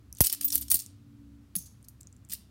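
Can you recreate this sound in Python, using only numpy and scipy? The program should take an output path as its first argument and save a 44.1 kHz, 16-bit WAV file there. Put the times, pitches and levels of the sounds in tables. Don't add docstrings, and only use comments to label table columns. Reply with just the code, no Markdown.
import sys
import numpy as np
from scipy import signal
from scipy.fft import rfft, irfft
from scipy.io import wavfile

SR = 44100
rng = np.random.default_rng(int(sys.argv[2]) if len(sys.argv) > 2 else 0)


def put_to_file(sound):
    columns = np.atleast_2d(sound).T
    safe = np.clip(columns, -1, 1)
    whole_steps = np.round(safe * 32767)
    wavfile.write(sys.argv[1], SR, whole_steps.astype(np.int16))


N = 110250


def amp(db):
    return 10 ** (np.asarray(db) / 20)


def unit(x):
    return x / np.sqrt(np.sum(x ** 2) + 1e-20)


def read(points, hz):
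    f, value = np.transpose(points)
    return np.interp(np.log(hz + 1), np.log(f + 1), value)


def add(mix, start_s, sound):
    part = mix[max(round(start_s * SR), 0):][:len(sound)]
    part += sound[:len(part)]


def colour(x, gain_db):
    size = 2 * len(x)
    log_gain = np.log(amp(gain_db(abs(np.fft.fftfreq(size, 1 / SR)) + 1)) + 1e-6)
    response = np.exp(np.conj(signal.hilbert(log_gain)))
    return np.fft.ifft(np.fft.fft(x, size) * response).real[:len(x)]


def drift(rate_hz):
    f = np.fft.rfftfreq(N, 1 / SR)
    return unit(irfft(rfft(rng.standard_normal(N)) * np.exp(-(f / rate_hz) ** 2), N)) * np.sqrt(N)


def hum(waver_hz=4.7):
    # (frequency [Hz], relative level [dB])
    air_colour = [(21, -37), (45, -8), (65, -10), (105, -0.5), (155, -17), (210, -8.5), (290, -12),
                  (360, -23.5), (750, -33), (1300, -32), (2000, -37), (4000, -39), (9000, -44),
                  (16000, -47)]
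    # (pitch [Hz], level before the swell [dB])
    low_tones = [(97, -66), (113, -64.5), (128, -66.5), (175, -74)]
    upper_tones = [(226, -63), (285, -57.5)]
    # (time [s], gain [dB])
    low_swell = [(0, 0), (.2, 5.5), (.3, -9), (.47, -15), (.6, -4.5), (1.2, 3), (2, 0.5), (2.5, -8.5)]
    upper_swell = [(0, -15), (.29, -14.5), (.42, 2), (.6, 3), (.8, -5.5), (1.1, -1.5), (1.35, 2.5),
                   (1.52, -12.5), (2.5, -30)]
    rumble_swell = [(0, -69), (.12, -50), (.3, -96), (.58, -49.5), (.76, -52), (.85, -77), (1.15, -67),
                    (1.33, -55), (1.5, -62.5), (2.5, -62)]
    t = np.arange(N) / SR

    def tone(hz, db, waver):
        wobble = 1 + waver * (drift(waver_hz) + 1j * drift(waver_hz))
        return amp(db) * unit((wobble * np.exp(2j * np.pi * (hz * t + rng.random()))).real)

    def swell(points):
        return amp(np.interp(t, *np.transpose(points)))

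    air_gain = amp(read(air_colour, np.fft.rfftfreq(N, 1 / SR)))
    air = irfft(rfft(rng.standard_normal(N)) * air_gain, N)
    low = sum(tone(hz, db, waver=.94) for hz, db in low_tones) * swell(low_swell)
    upper = sum(tone(hz, db, waver=.14) for hz, db in upper_tones) * swell(upper_swell)
    rumble = tone(hz=66.2, db=0, waver=.25) * swell(rumble_swell)
    return (amp(-58.5) * unit(air) + low + upper + rumble) * np.sqrt(N)


def heap_and_room(x, heap_db=-7.5, heap_fade_s=.045, tail_db=-14, size=20000):
    # (frequency [Hz], time to fade by 60 dB [s])
    fade_times = [(300, .2), (1000, 0.15), (2600, 0.51), (6500, 0.33), (12000, 0.22), (16000, 0.169)]
    t = np.arange(size) / SR
    sparse_noise = rng.standard_normal(size) * (rng.random(size) < 2000 / SR)
    heap_ring = sparse_noise * amp(-60 * t / heap_fade_s) * (t > .001)
    hz, times, spectra = signal.stft(rng.standard_normal(size) * (t > .006), SR, nperseg=256)
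    tail = signal.istft(spectra * amp(-60 * times / read(fade_times, hz)[:, None]), SR)[1][:size]
    return signal.fftconvolve(x, amp(heap_db) * unit(heap_ring) + amp(tail_db) * unit(tail))[:N]


def rim_rattle(db=-46.5, fade_s=.38, contacts_per_s=2500, size=16384):
    # (frequency [Hz], relative level [dB])
    rim_colour = [(2000, -26), (4200, -13), (5300, -5), (6400, 8.5), (7600, -7), (9800, -2), (10800, 2),
                  (12000, -2), (14300, -18), (15500, -10)]
    t = np.arange(size) / SR
    contacts = rng.standard_normal(size) * (rng.random(size) < contacts_per_s / SR)
    rattle = unit(colour(contacts, lambda f: read(rim_colour, f))) * np.sqrt(size)
    return rattle * amp(db - 60 * t / fade_s)


def tick(db, hz, width_hz, decay_s=.0006, snap_db=-14, snap_hz=10500, size=1024):
    def body_db(f):
        peak = 1 + ((f / hz - hz / f) * hz / width_hz) ** 2
        low_cut = 1 + (.76 * hz / f) ** 10
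        high_cut = 1 + (f / (hz + 4 * width_hz)) ** 4
        return -10 * np.log10(peak * low_cut * high_cut)

    burst = rng.standard_normal(size) * np.exp(-np.arange(size) / SR / decay_s)
    body = unit(colour(burst, body_db))
    snap = unit(colour(burst, lambda f: -10 * np.log10(1 + (snap_hz / f) ** 10)))
    return amp(db) * unit(body + amp(snap_db) * snap) * np.sqrt(2 * decay_s * SR)


def thud(db, first_hz, last_hz, decay_s, glide_s=.005, rise_s=.00026, size=8192):
    t = np.arange(size) / SR
    hz = last_hz + (first_hz - last_hz) * np.exp(-t / glide_s)
    loudness = amp(db) * (1 - np.exp(-t / rise_s)) * np.exp(-t / decay_s)
    return loudness * np.sin(2 * np.pi * np.cumsum(hz) / SR)


def ring(coin, db, rock_depth=.24, rock_s=.005, size=16384):
    coin_tones = {"landing": [(5792, -17, .054), (9755, -4, .065), (12915, -5, .06), (13238, -2, .065),
                  (14908, -13, .09), (15255, -5, .09), (15590, -2, .08)], "tilted": [(11740, -13, .07),
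                  (13110, 0, .055)], "small": [(13870, -27, .1), (14912, 0, .11)], "thin": [(9250, -8, .2),
                  (12298, 0, .35), (13280, -3, .15)], "broad": [(9182, -2, .13), (9326, -6, .14),
                  (10490, -4, .12), (11708, -2, .12), (15588, 0, .14)], "rolling": [(8204, -6, .2),
                  (12030, -9, .25), (13840, -5, .12), (14213, 0, .2)], "tipping": [(6503, -23, .18),
                  (10772, 0, .075), (10808, -14, .21), (15255, -14, .12), (15436, -22, .22)]}
    t, out = np.arange(size) / SR, np.zeros(size)
    for hz, tone_db, fade_s in coin_tones[coin]:
        rocking = signal.lfilter([1], [1, -np.exp(-1 / (rock_s * SR))], rng.standard_normal((2, size)))
        waver = 1 + rock_depth * np.sqrt(size) * (unit(rocking[0]) + 1j * unit(rocking[1]))
        tone = (waver * np.exp(2j * np.pi * (hz * t + rng.random()))).real
        out += amp(db + tone_db - 60 * t / fade_s) * tone
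    return out


def clink(treble_db, middle_db, knock_db, chatter_s, size=2048, tone_count=180):
    # (frequency [Hz], gain [dB])
    heap_colour = [(120, -8.5), (400, 1), (900, 4.5), (1500, 4.5), (2100, 5), (3000, 5.5), (4500, 7.5),
                   (6000, 5), (7500, 3.5), (9000, 7.5), (10300, 1.5), (13000, 2.5), (14500, 2.5),
                   (15600, 1)]
    # (knock [Hz], middle [Hz], treble [Hz])
    band_hz = [1063, 6800, 11830]
    contacts_per_s, click_s = 1600, .00022
    lowest_hz, highest_hz, fade_s, ringing_db = 2551, 16380, .025, -2.5
    t = np.arange(size) / SR
    contacts = (rng.random(size) < contacts_per_s / SR) * (t < chatter_s) * rng.choice([-1, 1], size)
    contacts = contacts * amp(2.5 + 2 * rng.standard_normal(size))
    contacts[0] = 1
    click_energy = signal.lfilter([1], [1, -np.exp(-2 / (click_s * SR))], contacts ** 2)
    clicks = rng.standard_normal(size) * np.sqrt(click_energy)
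    spread = (np.arange(tone_count) + rng.random(tone_count))[:, None] / tone_count
    hz = lowest_hz + (highest_hz - lowest_hz) * spread
    tones = np.sin(2 * np.pi * (hz * t + rng.random((tone_count, 1)))).sum(0) * amp(-60 * t / fade_s)
    ringing = signal.fftconvolve(contacts, tones)[:size]
    sound = unit(unit(clicks) + amp(ringing_db) * unit(ringing))
    bands = list(zip(band_hz, (knock_db, middle_db, treble_db)))
    coloured = colour(sound, lambda f: read(heap_colour, f) + read(bands, f))
    return coloured * np.sqrt((chatter_s + click_s) * SR)


def scene():
    # (time [s], treble gain [dB], middle gain [dB], knock gain [dB], chatter length [s])
    coin_hits = [(.154, -65, -62, -77.5, .028), (.183, -52, -53.5, -62, .008),
                 (0.2071, -14.5, -19, -21, 0.00012), (.2105, -23, -28, -51.5, 0.0074),
                 (.219, -28.5, -38.5, -59, .008), (0.2388, -24.5, -30.5, -42, 0.0018),
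                 (0.2435, -23.5, -31, -48.5, 0.011), (0.258, -24, -34, -47.5, 0.0081),
                 (0.2684, -19, -25, -42.5, 0.0031), (0.2968, -30, -33, -46.5, 0.0053),
                 (0.3201, -32.5, -36.5, -46, 0.0013), (0.3263, -21, -32.5, -51.5, 0.0042),
                 (.334, -38, -34.5, -49.5, 0.0052), (0.348, -35, -41, -51, 0.0025),
                 (0.4105, -28, -33.5, -48, 0.0034), (0.422, -37.5, -43, -62, 0.015),
                 (0.445, -20, -40.5, -63, 0.00075), (0.4518, -23, -36, -63, 0.0024),
                 (0.4796, -30, -38.5, -60, 0.0065), (0.5027, -32, -30, -54, 0.0025),
                 (0.52, -29.5, -38, -62, 0.0037), (0.5245, -28.5, -36, -53, 0.0067),
                 (0.531, -30.5, -41.5, -58, 0.018), (0.5487, -21, -47.5, -45, 0.0075),
                 (.555, -23, -32, -39, 0.0029), (0.56, -33, -27, -57, 0.00096),
                 (0.577, -26.5, -36.5, -59, 0.0053), (0.6108, -27, -50.5, -77, 0.0038),
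                 (0.617, -39, -43.5, -65.5, 0.014), (0.6826, -41, -38.5, -62, 0.0016),
                 (0.7018, -24, -32.5, -62, 0.01), (0.715, -17, -25.5, -38.5, 0.0043),
                 (0.7219, -16, -24, -54, 0.00083), (0.728, -32, -44.5, -46.5, 0.0086),
                 (0.742, -16.5, -29, -61, 0.0056), (0.7471, -19, -39, -37.5, 0.0018),
                 (0.7528, -21.5, -35, -53, 0.0061), (0.767, -32.5, -34, -65, 0.0034),
                 (0.791, -24.5, -28, -66, 0.00054), (0.796, -40, -38, -66, 0.0065),
                 (0.8073, -32, -43, -51, 0.00086), (0.8203, -40, -40, -75, 0.00084),
                 (1.5539, -33, -33, -49.5, 0.00054), (1.5579, -34, -44, -52, 0.0038),
                 (1.5628, -24, -39, -61, 0.0032), (1.5856, -35, -44.5, -93.5, 0.0039),
                 (1.658, -59, -54, -89, 0.016), (1.8422, -61.5, -59, -83, 0.0079),
                 (1.8844, -42, -49, -96.5, 0.0033), (2.006, -55, -54.5, -85.5, 0.0035),
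                 (2.297, -45.5, -47.5, -67.5, 0.014), (2.317, -38.5, -38, -59, 0.011),
                 (2.328, -32, -43, -61.5, 0.013), (2.342, -51.5, -44, -65.5, 0.01)]
    # (time [s], level [dB], pitch [Hz], width of the pitch peak [Hz])
    edge_ticks = [(0.1272, -38.5, 6040, 690), (0.1271, -37, 11200, 3520), (0.15, -45, 7600, 2820),
                  (0.1707, -42.5, 6550, 2530), (0.186, -41, 7500, 3500), (0.2063, -8, 7090, 9300),
                  (0.2063, -28, 1040, 900), (.452, -30.5, 8500, 600), (0.5255, -23.5, 5760, 890),
                  (0.5557, -12, 12030, 1780), (.8395, -49, 12000, 4460), (0.8624, -37.5, 6310, 5030),
                  (1.554, -42, 1820, 980), (1.565, -32, 6650, 800), (1.828, -53, 8500, 4020),
                  (2.0106, -42, 7580, 1540), (2.0315, -48, 7220, 1264), (2.071, -43.5, 6880, 600),
                  (2.127, -50.5, 7160, 983), (2.1652, -55.5, 7870, 900), (2.2494, -52, 7420, 3000),
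                  (2.289, -50, 9000, 4520), (2.331, -44, 2100, 400)]
    # (time [s], coin name, level [dB])
    free_rings = [(0.209, "landing", -15), (0.327, "tilted", -23), (.446, "small", -16.5),
                  (0.556, "thin", -40), (0.713, "broad", -22.5), (.766, "rolling", -45.5),
                  (1.554, "tipping", -22.5)]
    # (time [s], level [dB], first pitch [Hz], last pitch [Hz], decay time [s])
    table_thuds = [(0.2073, -13.5, 653, 268, 0.001), (0.2086, -14, 221, 44.4, .010),
                   (0.555, -39.5, 345, 198, 0.0047), (0.746, -39.5, 430, 137, 0.011),
                   (1.564, -34.5, 217, 172, 0.015), (2.298, -53, 186.4, 191.3, 0.046)]
    coins, ticks, rings, thuds = np.zeros((4, N))
    for start_s, *row in coin_hits:
        add(coins, start_s, clink(*row))
    add(coins, start_s=1.575, sound=rim_rattle())
    for start_s, *row in edge_ticks:
        add(ticks, start_s, tick(*row))
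    for start_s, *row in free_rings:
        add(rings, start_s, ring(*row))
    for start_s, *row in table_thuds:
        add(thuds, start_s, thud(*row))
    lingering = heap_and_room(coins + amp(-7) * ticks)
    return (coins + ticks + lingering + rings + thuds + hum())[None]


def record(dry):
    treble_cut = signal.firwin(401, 15950, window=("kaiser", 8), fs=SR)
    return signal.oaconvolve(np.clip(dry, -1, 1), treble_cut[None], "same")


dry = scene()
out = record(dry)
put_to_file(out)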